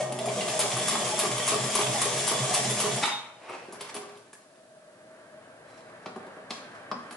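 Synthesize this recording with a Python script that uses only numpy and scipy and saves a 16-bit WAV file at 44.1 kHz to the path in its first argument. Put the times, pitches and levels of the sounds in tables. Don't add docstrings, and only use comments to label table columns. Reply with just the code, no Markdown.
import sys
import numpy as np
from scipy import signal
from scipy.fft import rfft, irfft, next_fast_len
from scipy.io import wavfile

SR = 44100
rng = np.random.default_rng(int(sys.argv[2]) if len(sys.argv) > 2 else 0)


def wrap_up_sound(samples):
    columns = np.atleast_2d(samples).T
    tamed = np.clip(columns, -1, 1)
    steps = np.round(tamed * 32767).astype(np.int16)
    wavfile.write(sys.argv[1], SR, steps)


def invert_db(level):
    return 10 ** (np.asarray(level, dtype=float) / 20)


N = 315756
T = np.arange(N) / SR
RUNNING = round(3.3 * SR)


def rms_one(x):
    return x / np.sqrt(np.mean(x ** 2) + 1e-20)


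def in_time(rows):
    s, *columns = np.transpose(rows)
    return [np.interp(T, s, c) for c in columns]


def gate(start_s, stop_s, fade_s):
    return np.clip(np.minimum(T - start_s, stop_s - T) / fade_s + 1, 0, 1) ** 2


def stroke(s, db, hold, rise, fall, t=T):
    before = (s - t) / max(rise, 1e-3)
    after = (t - s - hold) / max(fall, 1e-3)
    return invert_db(db - 20 * np.maximum(np.maximum(before, after), 0))


def strokes(table):
    return sum(stroke(*row) for row in table)


def on_log_axis(hz, points):
    table_hz, values = np.transpose(points)
    return np.interp(np.log(hz), np.log(table_hz), values)


def at_hz(points, size):
    return on_log_axis(np.maximum(np.fft.rfftfreq(size, 1 / SR), 1), points)


def band_pass(order, low_hz, high_hz, x):
    return signal.sosfilt(signal.butter(order, [low_hz, high_hz], "band", fs=SR, output="sos"), x)


def colour(x, points):
    size = next_fast_len(x.shape[-1])
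    return rms_one(irfft(rfft(x, size) * invert_db(at_hz(points, size)), size)[..., :x.shape[-1]])


def drift(rate_hz, size=N):
    r = np.exp(-80 * np.pi * rate_hz / SR)
    slow = signal.lfilter([1], [1, -2 * r, r * r], rng.standard_normal(size // 40 + 2002))[2000:]
    return np.interp(np.arange(size) / 40, np.arange(len(slow)), rms_one(slow))


def grains(per_s, spread_db, size=N):
    sizes = invert_db(spread_db * np.minimum(rng.exponential(1, size), 5)) * rng.standard_normal(size)
    return rms_one(sizes * (rng.random(size) < per_s / SR))


def resonate(x, peaks, flicker_db):
    out = 0
    for k, (hz, width_hz, db) in enumerate(peaks):
        r, w = np.exp(-np.pi * width_hz / SR), 2 * np.pi * hz / SR
        rung = rms_one(signal.lfilter([1, 0, -1], [1, -2 * r * np.cos(w), r * r], x))
        out = out + (-1) ** k * invert_db(db + flicker_db * drift(9.2, size=len(x))) * rung
    return rms_one(out)


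def clicks_at(times, dbs):
    clicks = np.full(N, 1e-18)
    clicks[np.round(times * SR).astype(int)] = invert_db(dbs)
    return clicks


def until_dead(times):
    return slice(int(min(times) * SR), int((max(times) + .5) * SR))


def strike(times, dbs, modes, scatter_db, clatter_s, loose=1):
    out, luck = np.zeros(N), rng.standard_normal((len(times), len(modes)))
    heard = until_dead(times)
    fall, rough = invert_db(-60 / (clatter_s * SR)), rng.standard_normal(len(out[heard]))
    for k, (hz, db, t60) in enumerate(modes):
        clicks = clicks_at(times, dbs + db + scatter_db * luck[:, k])[heard]
        decay = signal.lfilter([np.sqrt(1 - fall ** 2)], [1, -fall], clicks)
        clatter = clicks + decay * rough * loose
        r, w = invert_db(-60 / (t60 * SR)), 2 * np.pi * hz / SR
        out[heard] += signal.lfilter([0, np.sin(w)], [1, -2 * r * np.cos(w), r * r], clatter)
    return out


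def burst(times, dbs, low_hz, high_hz, t60):
    out, heard = np.zeros(N), until_dead(times)
    fall = signal.lfilter([1], [1, -invert_db(-60 / (t60 * SR))], clicks_at(times, dbs)[heard])
    noise = rng.standard_normal(len(fall))
    out[heard] = fall * rms_one(band_pass(2, low_hz, min(high_hz, .45 * SR), noise))
    return out


# (frequency [Hz], width [Hz], level [dB])
TABLE_MODES = [(166, 47, -7), (211, 19, -2.5)]
# (time [s], level [dB], hold [s], rise [s per 20 dB], fall [s per 20 dB])
CLUTCH_JOLT = (-0.04, -41.5, 0.32, 2, 0.7)


def table_boom(turns, peak_db, teeth):
    main_share, hold, rise, fall = 0.46, 0.093, 0.13, 0.19
    fore_share, fore_db = 0.24, -6.5
    t = T[:RUNNING]
    push = 0
    for k, db in enumerate(peak_db):
        push = push + stroke(k + main_share, db, hold, rise, fall, t=turns)
        push = push + stroke(k + fore_share, db + fore_db, 0, rise, rise, t=turns)
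    phase = 2 * np.pi * np.cumsum(129 + 2.5 * drift(3.1, size=RUNNING)) / SR
    boom = (push + stroke(*CLUTCH_JOLT, t=t)) * np.sin(phase)
    boom = band_pass(3, 112, 155, boom)
    boom = boom + invert_db(-9.0) * push * resonate(teeth, TABLE_MODES, flicker_db=5.5)
    return boom + invert_db(-9.5) * push * np.sin(2 * np.pi * 205 * t)


# (time [s], motor load [dB], gear speed as rattle [dB])
RUN_UP = [(0.0, -24, -39.5), (0.06, -35, -48.5), (0.15, -42, -53.5), (0.28, -33.5, -41.5),
          (0.55, -36, -35.5), (1.3, -38.5, -36.5), (1.6, -37, -35.5), (2.4, -36, -34.5), (2.95, -37, -36),
          (3.03, -42, -36.5), (3.15, -64, -41), (3.2, -54, -67)]
# (time of snap [s], snap [dB], thread pull [dB], table boom [dB])
STITCHES = [(0.5913, 1.5, -7, -38.5), (0.8828, -2, 1, -41.5), (1.1905, 0.5, -1, -36.5), (1.478, -1, 2, -30),
            (1.7511, 0, 1.5, -31), (2.0158, -0.5, -5.5, -34.5), (2.277, 0, -1.5, -30), (2.539, 1, -7, -29),
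            (2.801, -1.5, -3, -32), (3.064, 5, 0, -80)]
# (frequency [Hz], width [Hz], level [dB])
DRIVE_MODES = [(603.2, 12, -1), (648, 26, -1), (729, 60, -1), (752, 20, -8), (584.6, 27, -10),
               (627.3, 22, -7)]
CASTING_MODES = [(207, 11, -3), (246.4, 10.4, -3), (381, 16, -7.5), (415, 20, 1), (484.3, 15, -2.5),
                 (851, 29, 0), (934, 35, -19), (1117, 21, -13), (1152, 23, -7.5)]
SHUTTLE_MODES = [(2280, 50, 0), (2650, 44, 5), (3740, 57, 3), (6600, 37, 3), (8400, 100, -6)]
WHINE_MODES = [(3445, 55, 1), (3510, 55, 1), (3188, 30, -7), (6496, 20, -4)]
# (frequency [Hz], density [dB per Hz])
RUMBLE_SPECTRUM = [(18, -67), (30, -28), (85, -23), (125, 2.5), (308, -7), (413, 0), (544, -6.5),
                   (618, -5.5), (876, -3.5), (1170, -3), (1380, -19.5), (2400, -21), (3120, -25),
                   (5280, -120)]
RATTLE_SPECTRUM = [(820, -26), (1400, -5.5), (1770, 1.5), (2890, -1.5), (3430, -0.5), (4010, -3),
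                   (6960, 2.5), (10500, -2.5), (11000, -4), (14300, -50), (22000, -120)]


def running_gear():
    drive_db, rattle_db = np.array(in_time(RUN_UP))[:, :RUNNING]
    s, _, pull_db, peak_db = np.transpose(STITCHES)
    turns = np.interp(T[:RUNNING], s, np.arange(len(s)), left=-.5)
    share, stitch = turns % 1, turns.astype(int)
    load = np.exp(-((share - 0.18) / 0.028) ** 2) * invert_db(pull_db[stitch])
    shake = np.exp(-(((share - 0.022 + .5) % 1 - .5) / 0.13) ** 2)
    teeth = grains(3000, spread_db=2.5, size=RUNNING)
    chatter = grains(9000, spread_db=0.0, size=RUNNING)

    drive = invert_db(drive_db - 1.0 + 2 * load) * resonate(teeth, DRIVE_MODES, flicker_db=3.0)

    speed_db = rattle_db - rattle_db.max()
    rumble = resonate(teeth, CASTING_MODES, flicker_db=4.0)
    rumble = rumble + invert_db(1.0) * colour(teeth + chatter, RUMBLE_SPECTRUM)
    rumble = invert_db(-41 + 0.28 * speed_db + 2 * load) * rumble

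    rattle = invert_db(-17.5) * resonate(chatter, SHUTTLE_MODES, flicker_db=4.0)
    rattle = rattle + invert_db(drift(16, size=RUNNING)) * colour(chatter, RATTLE_SPECTRUM)
    rattle = rattle + invert_db(-10) * resonate(chatter, WHINE_MODES, flicker_db=1.5)
    rattle = invert_db(rattle_db + 2.5 * shake) * rattle

    gear = table_boom(turns, peak_db, teeth) + drive + rumble + rattle
    return gate(0, 3.057, 0.11) * np.pad(gear, (0, N - RUNNING))


# (frequency [Hz], level under load [dB], level idling [dB])
MAINS_LINES = [(120.5, -64, -78), (241, -56, -74), (361.5, -60, -76), (603, -55, -68)]


def windings():
    load = gate(0, 3.05, 0.097)
    hum = 0
    for hz, load_db, idle_db in MAINS_LINES:
        level = (invert_db(idle_db) + load * invert_db(load_db)) * invert_db(2.5 * drift(3))
        phase = 2 * np.pi * np.cumsum(hz * (1 + .003 * drift(2))) / SR
        hum = hum + np.sqrt(2) * level * np.sin(phase)
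    return hum


# (time [s], level [dB], frequency [Hz], T60 [s])
PINGS = [(.001, -27, 620, .15), (.032, -28, 600, .12), (.122, -32, 610, .08), (.272, -30, 640, .08),
         (.275, -32, 415, .2), (4.72, -52, 620, .1), (3.495, -38, 600, .08), (3.497, -41, 850, .08),
         (3.685, -44, 400, .12), (3.705, -44, 340, .12), (3.81, -50, 415, .2), (3.81, -40, 1028, .09),
         (3.81, -46, 1690, .05), (3.948, -39, 410, .6), (3.957, -46, 754, .4), (3.957, -47, 635, .25),
         (3.957, -42, 1152, .15), (4.032, -45, 1152, .12), (6.062, -35, 385, .1), (6.062, -40, 1136, .1),
         (6.16, -41, 400, .12), (6.955, -39, 240, .4), (6.916, -36, 400, .1), (6.915, -36, 1130, .12),
         (.008, -42, 1860, .35), (.004, -44, 2210, .3), (3.032, -23, 3705, .13), (3.1, -35, 3700, .24),
         (3.685, -44, 360, .12), (.19, -42, 3450, .035), (.285, -33, 2300, .04), (.408, -29, 2800, .05),
         (.41, -31, 2060, .08), (.716, -38, 3050, .04), (1.022, -34, 3080, .045), (3.809, -44, 7000, .02),
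         (4.176, -60, 3600, .03), (4.332, -45, 1690, .05), (4.352, -52, 1700, .06),
         (3.812, -45, 3500, .07), (3.962, -42, 2320, .07), (3.034, -36, 4000, .3), (3.03, -27, 2150, .08),
         (1.31, -40, 4100, .04), (1.4, -32, 3070, .04), (1.024, -34, 2500, .04), (0.67, -39, 4300, .04),
         (1, -37, 3730, .04), (1.092, -34, 4800, 0.045), (.935, -32, 2170, .07), (1.4, -30, 1900, 0.13),
         (.273, -27.5, 730, 0.089), (0.36, -28, 690, .06), (.535, -29.5, 620, 0.11), (2.31, -32, 415, 0.17),
         (2.05, -33, 420, .25), (4.7, -48, 640, .06), (4.334, -50, 2350, 0.046), (4.334, -57, 3900, .025),
         (6.507, -40, 3180, .04), (6.915, -48, 5150, .04), (6.061, -52, 4800, 0.078)]


def single_rings():
    return sum(strike(np.array([s]), db, [(hz, 0, t60)], scatter_db=-0.5, clatter_s=0.0061, loose=0.3)
               for s, db, hz, t60 in PINGS)


# (frequency [Hz], level [dB], T60 [s])
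FRAME_MODES = [(1030, -6, .06), (1095, -3, .09), (1146, -0.5, .09), (1205, -6, .05)]
BED_MODES = [(207, -8, .12), (243, -5, .18), (310, -10, .1), (377, -3, .14), (414, -1, .18), (490, -5, .12),
             (560, -8, .1), (625, -3, .14), (750, -3, .14), (860, -8, .1)]
LINK_MODES = [(2300, -2, .03), (2660, 0, .035), (3180, 0, .035), (3470, -9, .03), (4500, 0, .02),
              (5100, -2, .03)]


def blows(table, snap_t60, clack_t60, loose_db):
    s, frame_db, bed_db, link_db, snap_db = np.transpose(table)
    frame = strike(s, frame_db - 10, FRAME_MODES, scatter_db=1.5, clatter_s=.045)
    frame = frame + burst(s, frame_db - 11, 780, 1350, .09)
    bed = strike(s + 0.00407, bed_db - 8.5, BED_MODES, scatter_db=2.5, clatter_s=0.07)
    bed = bed + burst(s, bed_db - 14.5, 270, 900, 0.34)
    clack = strike(s, link_db - 18.0, LINK_MODES, scatter_db=-4.0, clatter_s=0.017)
    clack = clack + burst(s, link_db + loose_db, 2070, 4550, clack_t60)
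    snap = burst(s, snap_db, 5800, 21000, snap_t60) + burst(s, snap_db + 6, 10440, 15700, 0.043)
    return frame + bed + clack + snap


# (time [s], frame ring [dB], bed thud [dB], link clack [dB], shuttle snap [dB])
FIRST_STITCH = [(0.122, -44, -31.5, -39, -33.5), (0.188, -40, -36, -34, -37.5),
                (0.2571, -32, -32, -47, -35.5), (0.2834, -31, -31.5, -36, -44),
                (0.4086, -38, -59, -30.5, -46), (0.4825, -27, -30.5, -30, -33)]
# (share of cycle [1], frame ring [dB], bed thud [dB], link clack [dB], snap [dB])
CATCH = [(0, -26, -58, -32, -22.5), (.03, -33, -58, -36.5, -28.5), (.08, -35.5, -67, -37, -42.5),
         (.43, -35, -34.5, -33, -49), (.61, -30, -37.5, -39, -34.5), (.66, -37, -40, -38, -34.5),
         (.97, -37, -47, -40.5, -34)]
PULL = [(.142, -24.5, -36, -36.5, -31), (.228, -25, -33, -35.5, -39), (.3, -42, -40.5, -47, -49)]


def stitch_contacts():
    play_s, play_db = .0015, 2.0
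    rows = []
    for (s, snap_db, pull_db, _), after in zip(STITCHES, STITCHES[1:]):
        for contacts, db in ((CATCH, snap_db), (PULL, pull_db)):
            for share, *dbs in contacts:
                rows.append((s + share * (after[0] - s), *(np.array(dbs) + db)))
    play = rng.standard_normal((len(rows), 5)) * [play_s, play_db, play_db, play_db, play_db]
    play[::len(CATCH + PULL)] = 0
    return blows(np.vstack([FIRST_STITCH, rows + play]), snap_t60=0.048, clack_t60=0.12, loose_db=-3.0)


# (share of cycle [1], level [dB], frequency [Hz], T60 [s])
ARM_MODES = [(.15, -29.5, 417, 0.24), (.2, -29.5, 1146, 0.12), (.2, -32, 670, 0.095),
             (0.029, -39, 3790, .06)]
ARM_LOW_DB = [-1, 1.5, 2.5, 0.5, -2, 0.5, 3, -11, 1]


def arm():
    s, _, pull_db, _ = np.transpose(STITCHES)
    out = 0
    for k, (share, db, hz, t60) in enumerate(ARM_MODES):
        stitch_db = pull_db[:-1] if k else np.array(ARM_LOW_DB)
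        times = s[:-1] + share * np.diff(s)
        out = out + strike(times, db + stitch_db, [(hz, 0, t60)], scatter_db=1.0, clatter_s=0.028, loose=0.41)
    return out


# (time [s], peak level [dB])
BRAKE_HITS = [
    (3.028, -16.5),
    (3.034, -19),
    (3.078, -25.5),
    (3.118, -31),
]
# (frequency [Hz], level [dB], T60 [s])
BRAKE_MODES = [(834, 1, 0.25), (880, -3.5, 0.23), (930, -16, .15), (944, -0.5, 0.27), (1040, -1.5, 0.18),
               (1090, -2, 0.32), (1110, -20, .14), (1507, -5.5, 0.18), (1820, -12, 0.17), (2155, 2, 0.069),
               (2250, -7, .15), (2330, -12, .2), (2530, -2.5, 0.082), (2650, -8, 0.18), (3144, -16, .2),
               (3420, -6, 0.15), (3830, -12, 0.2), (4470, -14, 0.16), (4700, -10, .1)]


def brake():
    s, db = np.transpose(BRAKE_HITS)
    clang = strike(s, db - 15.0, BRAKE_MODES, scatter_db=0.5, clatter_s=0.026, loose=0.77)
    return clang + burst(s, db - 15.0, 910, 1380, 0.24) + burst(s, db - 15.5, 1700, 3750, 0.22)


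# (time [s], level [dB], hold [s], rise [s per 20 dB], fall [s per 20 dB])
BELT_SLAPS = [(3.2, -55, 0.22, 0.28, 0.25), (3.58, -61, .05, 0.21, .3), (4.08, -56, .02, 0.39, 0.42),
              (4.53, -53, 0.2, 0.13, 0.6), (5.12, -48.5, 0.25, 0.4, 0.74), (6.22, -51, .03, 0.71, .4)]
# (time [s], level [dB])
TRAFFIC = [(3.1, -55), (3.3, -64.5), (3.55, -55.5), (3.95, -52), (4.25, -62.5), (4.6, -63.5), (4.95, -61),
           (5.35, -56), (5.8, -54), (6.15, -51), (6.9, -49.5), (7.16, -49.5)]
# (frequency [Hz], density [dB per Hz])
OUTSIDE_LOW = [(15, -77), (25, -47), (43, -28), (75, -28.5), (108, -12.5), (233, -9), (371, -10.5),
               (644, -6), (800, -25), (1040, -42), (1760, -120)]
OUTSIDE_HIGH = [(350, -31), (600, -6), (1020, -7), (1200, -5), (1380, -9), (1580, -4), (1900, -10),
                (2880, -20), (3970, -26), (5000, -33), (6500, -69), (11000, -120)]


def workshop_air():
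    mean_db, low_follows, idle_db = -51, 0.76, -68
    high_db, = in_time(TRAFFIC)
    low_db = mean_db + low_follows * (high_db - mean_db)
    housing = [(637, 7.5, 3.5), (589, 11, -4.5), (616, 15, -4)]   # (Hz, width Hz, dB)
    hum = resonate(rng.standard_normal(N), housing, flicker_db=-1.5)
    motor = invert_db(-5.5) * (invert_db(idle_db) + strokes(BELT_SLAPS)) * hum
    low = invert_db(low_db - 0.5 + 0.76 * drift(4.1)) * colour(rng.standard_normal(N), OUTSIDE_LOW)
    high = invert_db(high_db + .8 * drift(7.2)) * colour(rng.standard_normal(N), OUTSIDE_HIGH)
    return gate(3.1, 8, 0.3) * (motor + low + high)


# (time [s], level [dB], hold [s], rise [s per 20 dB], fall [s per 20 dB])
PUSHES = [(3.45, -53.5, 0.029, 0.11, .05), (3.497, -46, 0.049, 0.022, 0.15),
          (3.724, -63, .005, 0.029, 0.082)]
# (frequency [Hz], density [dB per Hz])
PUSH_SPECTRUM = [(150, -41), (250, -9.5), (518, -4), (561, -2), (782, -4.5), (1090, -7), (1700, -14),
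                 (2600, -10), (3250, -20.5), (11000, -35), (14300, -52), (22000, -120)]
DRAGS = [(3.924, -50, .01, 0.49, 0.35), (4.34, -74, 0.23, .03, .1), (5.71, -64.5, 0.15, 0.16, 1),
         (6.501, -52, .01, .01, 0.36), (7.16, -54.5, .01, 0.17, 0.12)]
# (frequency [Hz], density [dB per Hz])
DRAG_SPECTRUM = [(470, -39), (800, -4), (1140, -1), (1430, -14), (2370, -8.5), (2850, -16), (4140, -14.5),
                 (11000, -22.5), (14300, -55), (22000, -120)]
SQUEAK = (5.66, -73, .16, .06, .12)
# (frequency [Hz], width [Hz], level [dB])
SQUEAK_MODES = [(4000, 70, 0), (4180, 80, -6)]


def leather():
    push_rub = colour(grains(9000, spread_db=-1.0), PUSH_SPECTRUM)
    push = strokes(PUSHES) * invert_db(5.5 + 0.96 * drift(30.5)) * push_rub
    drag_rub = colour(grains(9000, spread_db=-1.0), DRAG_SPECTRUM)
    drag = strokes(DRAGS) * invert_db(-1.0 + 4.0 * drift(29)) * drag_rub
    squeak = stroke(*SQUEAK) * resonate(grains(3000, spread_db=2), SQUEAK_MODES, flicker_db=.3)
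    return push + drag + squeak


# (time [s], frame ring [dB], bed thud [dB], link clack [dB], snap [dB])
KNOCKS = [(3.495, -34, -42, -55, -54), (3.685, -51, -46, -55, -66), (3.7238, -39, -40, -47, -43),
          (3.8082, -37, -41, -34.5, -37.5), (3.8499, -43, -50, -46, -55), (3.9424, -40, -45, -38, -38.5),
          (3.95, -37, -41.5, -39, -45), (3.9644, -35, -38, -38, -43.5), (4.032, -42, -43.5, -48, -56),
          (4.1194, -64, -48, -64, -68), (4.173, -84, -59, -51.5, -57), (4.3305, -44, -55, -50.5, -46),
          (5.2416, -58, -59, -65, -79), (6.0594, -28.5, -33, -34, -72), (6.1602, -36, -35.5, -53, -57),
          (6.2664, -44, -43, -53, -64), (6.3647, -55, -41, -65, -68), (6.5056, -27.5, -36, -24.5, -48.5),
          (6.914, -23.5, -30.5, -32.5, -75), (7.1087, -38, -44, -41, -49), (7.124, -36.5, -57, -49, -48)]
# (time [s], level [dB], low edge [Hz], high edge [Hz], T60 [s])
TAILS = [(6.062, -57, 2200, 5200, .3), (6.507, -46, 1500, 5200, 0.38), (6.916, -58, 4700, 5300, 0.33),
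         (3.8, -52, 400, 2600, 0.37), (3.812, -47, 2200, 4400, 0.33)]


def hand_knocks():
    out = blows(KNOCKS, snap_t60=0.1, clack_t60=0.055, loose_db=-5.0)
    for s, db, low_hz, high_hz, t60 in TAILS:
        out = out + burst(np.array([s]), db, low_hz, high_hz, t60)
    return out


def echoes(length_s, t60_points, count):
    t, out = T[:round(length_s * SR)], 0
    for hz in 90 * 2 ** np.arange(7.5):
        t60 = on_log_axis(hz, t60_points)
        octave = band_pass(1, hz / np.sqrt(2), hz * np.sqrt(2), rng.standard_normal((count, len(t))))
        out = out + octave * invert_db(-60 * t / t60) / np.sqrt(t60)
    return out / np.sqrt(np.sum(out ** 2, axis=-1, keepdims=True))


def through(x, tails, size):
    turn, count = T / .07, len(tails)
    out = 0
    for k, tail in enumerate(tails):
        away = np.abs((turn - k + count / 2) % count - count / 2)
        out = out + rfft(x * np.cos(np.pi / 2 * np.minimum(away, 1)), size) * rfft(tail, size)
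    return out


# (frequency [Hz], T60 [s])
SHOP_T60 = [(100, 0.53), (1000, 0.72), (4000, 0.69), (11000, 0.11)]


def workshop_echo(machine):
    size = next_fast_len(N + SR)
    return irfft(through(machine, echoes(.7, SHOP_T60, count=5), size), size)[:N]


# (frequency [Hz], side minus mid [dB])
SPREAD = [(60, -30), (130, -35), (220, -19.5), (450, -13), (1000, -10), (2000, -6.5), (4000, -5.5),
          (8000, -2)]
# (frequency [Hz], left minus right [dB])
LEAN = [(60, 4), (110, -0.5), (190, 0), (340, 0), (610, 0.8), (1100, 0.5), (1960, -1), (3510, -0.5),
        (6280, 1), (11200, 3)]


def ports(mid, left_lead_samples, count):
    size = next_fast_len(N + SR // 2)
    tails = echoes(.4, [(100, .3), (11000, .3)], count=count)
    scatter = through(mid, tails, size) * invert_db(at_hz(SPREAD, size))
    lead = np.exp(1j * np.pi * np.fft.rfftfreq(size) * left_lead_samples)
    lean = invert_db(at_hz(LEAN, size) / 2) * lead
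    direct = rfft(mid, size)
    return irfft(np.array([(direct + scatter) * lean, (direct - scatter) / lean]), size)[:, :N]


# (frequency [Hz], density [dB per Hz])
HISS_SPECTRUM = [(1470, -41), (2500, -5.5), (5040, -6.5), (5260, -8), (11000, -6), (14300, -42),
                 (22000, -120)]


def microphone_hiss():
    return invert_db(-64.5) * colour(rng.standard_normal((2, N)), HISS_SPECTRUM)


def scene():
    hits = single_rings() + stitch_contacts() + arm() + brake() + hand_knocks()
    no_bass = signal.butter(4, 150, "high", fs=SR, output="sos")
    machine = running_gear() + windings() + signal.sosfilt(no_bass, hits) + leather()
    near = ports(machine + invert_db(-6.5) * workshop_echo(machine), left_lead_samples=0.68, count=7)
    return near + ports(workshop_air(), left_lead_samples=6.1, count=2) + microphone_hiss()


def low_pass(x):
    return signal.sosfilt(signal.butter(12, 11760, fs=SR, output="sos"), x)


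def record(dry):
    cutoff_hz = 11000
    elliptic = signal.ellip(10, .2, 33, cutoff_hz, fs=SR, output="sos")
    chebyshev = signal.cheby1(12, .5, cutoff_hz, fs=SR, output="sos")
    mix = signal.sosfilt(np.vstack([elliptic, chebyshev]), dry)
    return low_pass(mix)


dry = scene()
out = record(dry)
wrap_up_sound(out)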